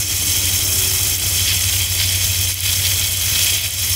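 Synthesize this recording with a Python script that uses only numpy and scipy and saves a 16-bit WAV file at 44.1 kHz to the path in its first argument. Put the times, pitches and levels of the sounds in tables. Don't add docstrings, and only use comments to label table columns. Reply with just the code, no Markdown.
import sys
import numpy as np
from scipy import signal
from scipy.fft import rfft, irfft, next_fast_len
from scipy.io import wavfile
from scipy.ndimage import uniform_filter1d, map_coordinates

SR = 44100
rng = np.random.default_rng(int(sys.argv[2]) if len(sys.argv) > 2 else 0)


def dump_mix(stems):
    frames = np.atleast_2d(stems).T
    limited = np.clip(frames, -1, 1)
    pcm = np.round(limited * 32767).astype(np.int16)
    wavfile.write(sys.argv[1], SR, pcm)


def gain_from_db(level_db):
    decades = np.asarray(level_db, float) / 20
    return 10 ** decades


N = 174195
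T = np.arange(N) / SR


def unit(x):
    return x / np.sqrt(np.mean(x ** 2) + 1e-20)


def curves(rows):
    s, *columns = np.transpose(rows)
    return [np.interp(T, s, column) for column in columns]


def bumps(rows):
    return sum(db * np.exp(-((T - s) / width) ** 2) for s, db, width in rows)


def wobble(rate):
    return map_coordinates(rng.standard_normal(int(N * rate / SR) + 4), [T * rate])


def filtered(x, response):
    m = next_fast_len(N + 8192)
    return irfft(rfft(x, m) * response(np.fft.rfftfreq(m, 1 / SR)), m)[:N]


def colour(points):
    f, db = np.transpose(points)
    return lambda hz: gain_from_db(np.interp(np.log(hz + 1), np.log(f + 1), db, left=-80))


def modes(peaks):
    def response(f):
        total = 0
        for k, (centre, width, db) in enumerate(peaks):
            total = total + (-1) ** k * gain_from_db(db) * 1j * f * width / (centre * centre - f * f + 1j * f * width)
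        return total
    return response


def turbulence(patchy_db, spit_db):
    z = signal.stft(rng.standard_normal(N + 512), nperseg=256)[2]
    field = uniform_filter1d(rng.standard_normal(z.shape), size=8, axis=0)
    field = uniform_filter1d(field, size=6, axis=1)
    noise = signal.istft(z * gain_from_db(patchy_db * unit(field)), nperseg=256)[1][:N]
    return noise * gain_from_db(spit_db * wobble(200))


def ticks(s, gain, hz, cycles):
    k = np.arange(64)
    u = k / SR * hz[:, None] / cycles[:, None]
    envelope = np.e * 2 * u * np.exp(-2 * u - u ** 4)
    wave = gain[:, None] * envelope * np.sin(2 * np.pi * hz[:, None] * k / SR)
    at = np.round(s * SR).astype(int)[:, None] + k
    return np.bincount(at.ravel(), wave.ravel(), N + SR)[:N]


def scattered(x):
    tail_db, t60_s = -5, .02
    t = np.arange(1000) / SR
    tail = rng.standard_normal(len(t)) * gain_from_db(-60 * t / t60_s)
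    return x + gain_from_db(tail_db) * signal.fftconvolve(x, tail / np.linalg.norm(tail))[:N]


def splashes():
    splashes_per_s, decay_s, splash_gain = 160, 0.004, 0.25
    landing_gain, landing_db = 3, -6
    draw = rng.random((int(splashes_per_s * N / SR), 2))
    hits = np.bincount((draw[:, 0] * N).astype(int), -np.log(1 - .93 * draw[:, 1]), N)
    s, db, _ = np.transpose([*DROPS, *POPS])
    landing = ((s + DROP_RISE_S) * SR).astype(int)
    hits = hits + np.bincount(landing, landing_gain * gain_from_db(db - landing_db), N)
    return 1 + splash_gain * signal.fftconvolve(hits, np.exp(-T[:2000] / decay_s))[:N]


# pitch_hz, width_hz, level_db
SPOUT = [(2027, 210, -12), (2204, 82, -6), (2537, 140, -6), (2870, 41, -6.5), (3068, 124, -4.5),
         (3211, 54, 1.6), (3380, 54, -1), (3503, 56, -5.5), (3906, 124, -6.5), (4614, 140, -8.5),
         (4886, 99, -7)]


def spout_ring(ring_db, sputter_db):
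    ring = unit(filtered(turbulence(patchy_db=0.5, spit_db=1.8), modes(SPOUT)))
    return ring * gain_from_db(-3 + ring_db + 0.55 * sputter_db + 0.72 * wobble(18))


# pitch_hz, level_db per Hz
GUSH = [(500, -28), (1200, -11), (2200, -3), (3500, -2), (5500, 3), (8000, -20)]


def gush(clumps, ring_db, sputter_db):
    rush = unit(filtered(clumps * turbulence(patchy_db=2.5, spit_db=4.5), colour(GUSH)))
    return rush * gain_from_db(-11.5 + ring_db + 1.56 * sputter_db)


# pitch_hz, width_hz, level_db
NOZZLE = [(5250, 220, -3.5), (5580, 286, -3.5), (6238, 200, 0), (6620, 380, -5), (7220, 430, -5.5),
          (7710, 230, -4.5), (8330, 250, -11), (10290, 890, -10.5)]


def nozzle_ring(clumps, shrill_db):
    eddies = turbulence(patchy_db=1.2, spit_db=1.08) * clumps ** 0.28
    return unit(filtered(eddies, modes(NOZZLE))) * gain_from_db(-1 + shrill_db)


# pitch_hz, level_db per Hz
SPRAY = [(200, -25), (900, -16), (1800, -14), (4000, -13), (8800, -5), (10200, -4.5), (13000, -1),
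         (16500, -1.5)]


def spray(clumps):
    return unit(filtered(clumps * turbulence(patchy_db=0.6, spit_db=0.4), colour(SPRAY))) * gain_from_db(-1.5)


# pitch_hz, width_hz, level_db
FIZZ = [(4400, 570, 4), (8600, 620, -3)]


def fizz(ring_db):
    return unit(filtered(turbulence(patchy_db=1, spit_db=2), modes(FIZZ))) * gain_from_db(-17 + ring_db)


def spatter():
    ticks_per_s, scatter_db = 800, 5
    tick_hz, spread, cycles = 11500, .18, 2.2
    draw = rng.random((int(ticks_per_s * N / SR), 4))
    size = gain_from_db(-scatter_db * np.log(1 - .9 * draw[:, 1]))
    hz = np.clip(tick_hz * np.exp(spread * 3.4 * (draw[:, 2] - .5)), 500, 15000)
    patter = ticks(draw[:, 0] * N / SR, size, hz, cycles * (0.51 + draw[:, 3]))
    return scattered(unit(patter) * gain_from_db(-5.5))


# time_s, strength_db, low spout modes over it_db, high modes over it_db
FLOW = [(0, -20, -2, 1.2), (.35, -21, -2, 0.6), (.8, -20, -3, -0.5), (1.1, -20.5, -2, -1.5),
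        (1.3, -21, -2, -.5), (1.45, -22.5, 1, 1.6), (1.75, -22.5, 0.1, 0.5), (1.9, -22.5, 1.5, .3),
        (2.2, -22, 1, 0.2), (2.45, -22, -1.1, -0.5), (2.7, -21, -0.6, -0.8), (3.1, -21.5, 0.3, -1.1),
        (3.45, -21, .8, 0.7), (3.7, -22, 2, 0.2), (3.95, -20, -1.8, -1)]
# time_s, swell_db, width_s
SPUTTERS = [(.15, 0.5, .1), (.42, 5, 0.035), (1.4, 1.5, 0.035), (1.5, 6.5, 0.047), (1.73, 3.5, 0.04),
            (2.02, 6.5, 0.044), (2.47, 2.5, 0.031), (2.58, 3.5, 0.064), (2.66, 3, 0.023),
            (2.85, 7.5, 0.026), (3.03, 5.5, 0.019), (3.22, 2.5, 0.02), (3.36, 3, .03), (3.48, 2.5, 0.023),
            (3.55, 2, .025), (3.85, 0.5, .025)]


def tap():
    strength_db, ring_db, shrill_db = curves(FLOW)
    sputter_db = bumps(SPUTTERS)
    clumps = splashes()
    jet_db = strength_db + 0.1 * wobble(6.1) + 0.6 * wobble(30.09)
    water = spout_ring(ring_db, sputter_db) + gush(clumps, ring_db, sputter_db)
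    water = water + nozzle_ring(clumps, shrill_db) + spray(clumps) + fizz(ring_db)
    return gain_from_db(jet_db) * (water + spatter())


def tone(hz, level_db, lag_s=0):
    return np.sqrt(2) * gain_from_db(level_db + 0.54 * wobble(3.84)) * np.cos(2 * np.pi * hz * (T - lag_s))


# order, level_db
FAN = [(2, -49), (3, -34.5), (4, -31), (5, -35.5)]
# order, level_db
PUMP = [(1, -26.5), (2, -59), (3, -54), (4, -50.5)]
# time_s, fan_db, compressor_db
HUM = [(0, -0.5, -6), (.5, -5, -1.5), (1, -3, -3), (1.5, 0, -0.8), (2.1, -3, 1), (2.8, -2, 0),
       (3.4, -6, -4.5), (3.95, -2, -3)]
# time_s, low buzz_db, fourth order_db, whine_db, upper whine_db
CASING = [(0, 3, 4.5, -15, -8), (.5, 3, -8, -11, -8), (.62, 2.5, 8, 3, 3), (.9, 3, 10, 3, -9),
          (1.1, 2, 3.5, -15, 4), (1.35, -0.5, 0, -10, 6), (1.5, -4, -3, 0, -9), (2.05, -5, -6, 5, -1),
          (2.5, -6, -5.5, 3, -6), (2.8, -6.5, -11, -4, -7), (3.1, -2, -6, 3.5, -2), (3.65, -7.5, -6, 4, 9),
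          (3.8, -5, -9, -7, 3), (3.95, -4, -8, -8, -10)]
# pitch_hz, width_hz, level_db
WHINES = [(303.7, 3.3, -47), (531, 2.6, -55), (776, 4.2, -59)]


def air_conditioner():
    fan_hz, fan_lag_s = 20.44, .0024
    pump_hz, pump_lag_s = 94.21, -.0005
    fan_db, pump_db = curves(HUM)
    casing_db, fourth_db, _, _ = curves(CASING)
    drift_db = {1: pump_db, 2: pump_db, 3: casing_db, 4: fourth_db}
    fan = sum(tone(k * fan_hz, db + fan_db, fan_lag_s) for k, db in FAN)
    pump = sum(tone(k * pump_hz, db + drift_db[k], pump_lag_s) for k, db in PUMP)
    buzz = 0
    for hz, width, db in WHINES:
        rattle = unit(filtered(rng.standard_normal(N), modes([(hz, width, 0)])))
        buzz = buzz + gain_from_db(db + casing_db * (hz < 400)) * rattle
    return fan + pump + buzz


# pitch_hz, level_db per Hz
AIR = [(20, -35), (35, -8), (60, -0.5), (100, 2), (150, -3), (250, -11.5), (900, -16.5), (1600, -18),
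       (3000, -78)]


def distant_rumble():
    level_db = -34 + 0.27 * curves(CASING)[0] + 0.32 * wobble(2.5)
    return gain_from_db(level_db) * unit(filtered(turbulence(patchy_db=1.3, spit_db=-1.0), colour(AIR)))


def casing_whine():
    _, _, whine_db, upper_db = curves(CASING)
    return tone(650, -53.5 + whine_db + 1.1 * wobble(7.4)) + tone(713, -58 + upper_db)


# start_s, peak_db, pitch_hz
POPS = [(0.0926, -11, 6300), (0.2532, -8, 6390), (0.3181, -9, 5430), (0.3625, -9, 6300),
        (0.5486, -10, 5480), (0.6009, -10, 3160), (0.7197, -10, 6260), (0.806, -10, 3130),
        (1.0349, -11, 6290), (1.4749, -7, 3110), (1.5288, -5, 3190), (1.7258, -8, 3220), (1.7628, -5, 3130),
        (1.9878, -8, 5430), (1.9993, -7, 3220), (2.0895, -7, 5440), (2.6303, -13, 3200), (2.7291, -8, 3410),
        (2.8189, -8, 3220), (2.8518, -8, 3220), (2.9361, -10, 5300), (3.0125, -6, 3380), (3.0438, -8, 3200),
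        (3.2165, -8, 5330), (3.2614, -7, 6320), (3.3584, -6, 3220), (3.4254, -8, 3940), (3.5013, -7, 2550),
        (3.7458, -13, 3220), (3.7837, -11, 3240)]


def pops():
    s, db, hz = np.transpose(POPS)
    return ticks(s + .0013, gain_from_db(db - 2), hz, np.full(len(s), 2.5))


# start_s, peak_db, pitch_hz
DROPS = [(0.2033, -11, 10000), (0.2233, -6, 10000), (0.3178, -7, 10300), (0.364, -5, 10600),
         (0.5346, -5, 11400), (0.6773, -6, 10100), (0.7885, -5, 14100), (0.9122, -9, 13800),
         (0.9342, -7, 12300), (1.1811, -6, 12700), (1.263, -7, 12600), (1.3228, -6, 11000),
         (1.3951, -7, 10200), (1.454, -10, 10900), (1.5378, -9, 10500), (1.6406, -6, 9360),
         (1.6835, -8, 9590), (1.7638, -10, 13100), (1.8192, -10, 12200), (1.8466, -10, 10100),
         (1.899, -5, 11800), (1.9499, -5, 9790), (1.9718, -10, 15000), (2.1469, -9, 10600),
         (2.2422, -5, 13800), (2.316, -6, 12000), (2.4108, -8, 11700), (2.5415, -5, 11800),
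         (2.605, -3, 10500), (2.6438, -13, 10500), (2.6598, -9, 10800), (2.7286, -3, 9630),
         (2.9411, -8, 9770), (3.0683, -9, 10500), (3.1212, -6, 11400), (3.1711, -5, 10500),
         (3.212, -9, 10200), (3.2204, -8, 10900), (3.2614, -8, 12800), (3.2988, -4, 14800),
         (3.3264, -7, 11300), (3.3904, -9, 10800), (3.4195, -8, 10200), (3.443, -4, 10300),
         (3.5013, -6, 11100), (3.5408, -8, 10700), (3.6136, -5, 14900), (3.6555, -12, 11000),
         (3.7059, -7, 10200), (3.7368, -9, 10900), (3.7912, -8, 9830), (3.8456, -9, 10100),
         (3.8959, -7, 12400)]
DROP_RISE_S = .0012


def drops():
    s, db, hz = np.transpose(DROPS)
    bursts = ticks(s + DROP_RISE_S, gain_from_db(db + 1.5), hz, np.full(len(s), 2.8))
    return scattered(bursts) / gain_from_db(duck_db())


# time_s, depth_db, width_s
DUCKS = [(.06, 5.5, .037), (.18, 2.5, 0.073), (1.18, 4, 0.025), (1.885, 4.5, 0.03), (1.96, 1.5, 0.026),
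         (2.55, 7.5, 0.026), (2.605, 7.5, .037), (3.173, 3, 0.051), (3.61, 5, 0.029), (3.7, 5, 0.028),
         (3.765, 5, 0.047), (3.885, 2, 0.032)]


def duck_db():
    return -bumps(DUCKS)


def scene():
    water = tap() + pops() + drops()
    return (water + air_conditioner() + distant_rumble() + casing_whine())[None]


def top_cut(x):
    return signal.sosfilt(signal.butter(12, 16760, fs=SR, output="sos"), x)


def record(dry):
    ceiling, top_hz = .72, 15730
    x = dry[0] * gain_from_db(duck_db())
    x = x / (1 + np.abs(x / ceiling) ** 6) ** (1 / 6)
    mix = filtered(x, lambda hz: hz < top_hz)[None]
    return top_cut(mix)


dry = scene()
out = record(dry)
dump_mix(out)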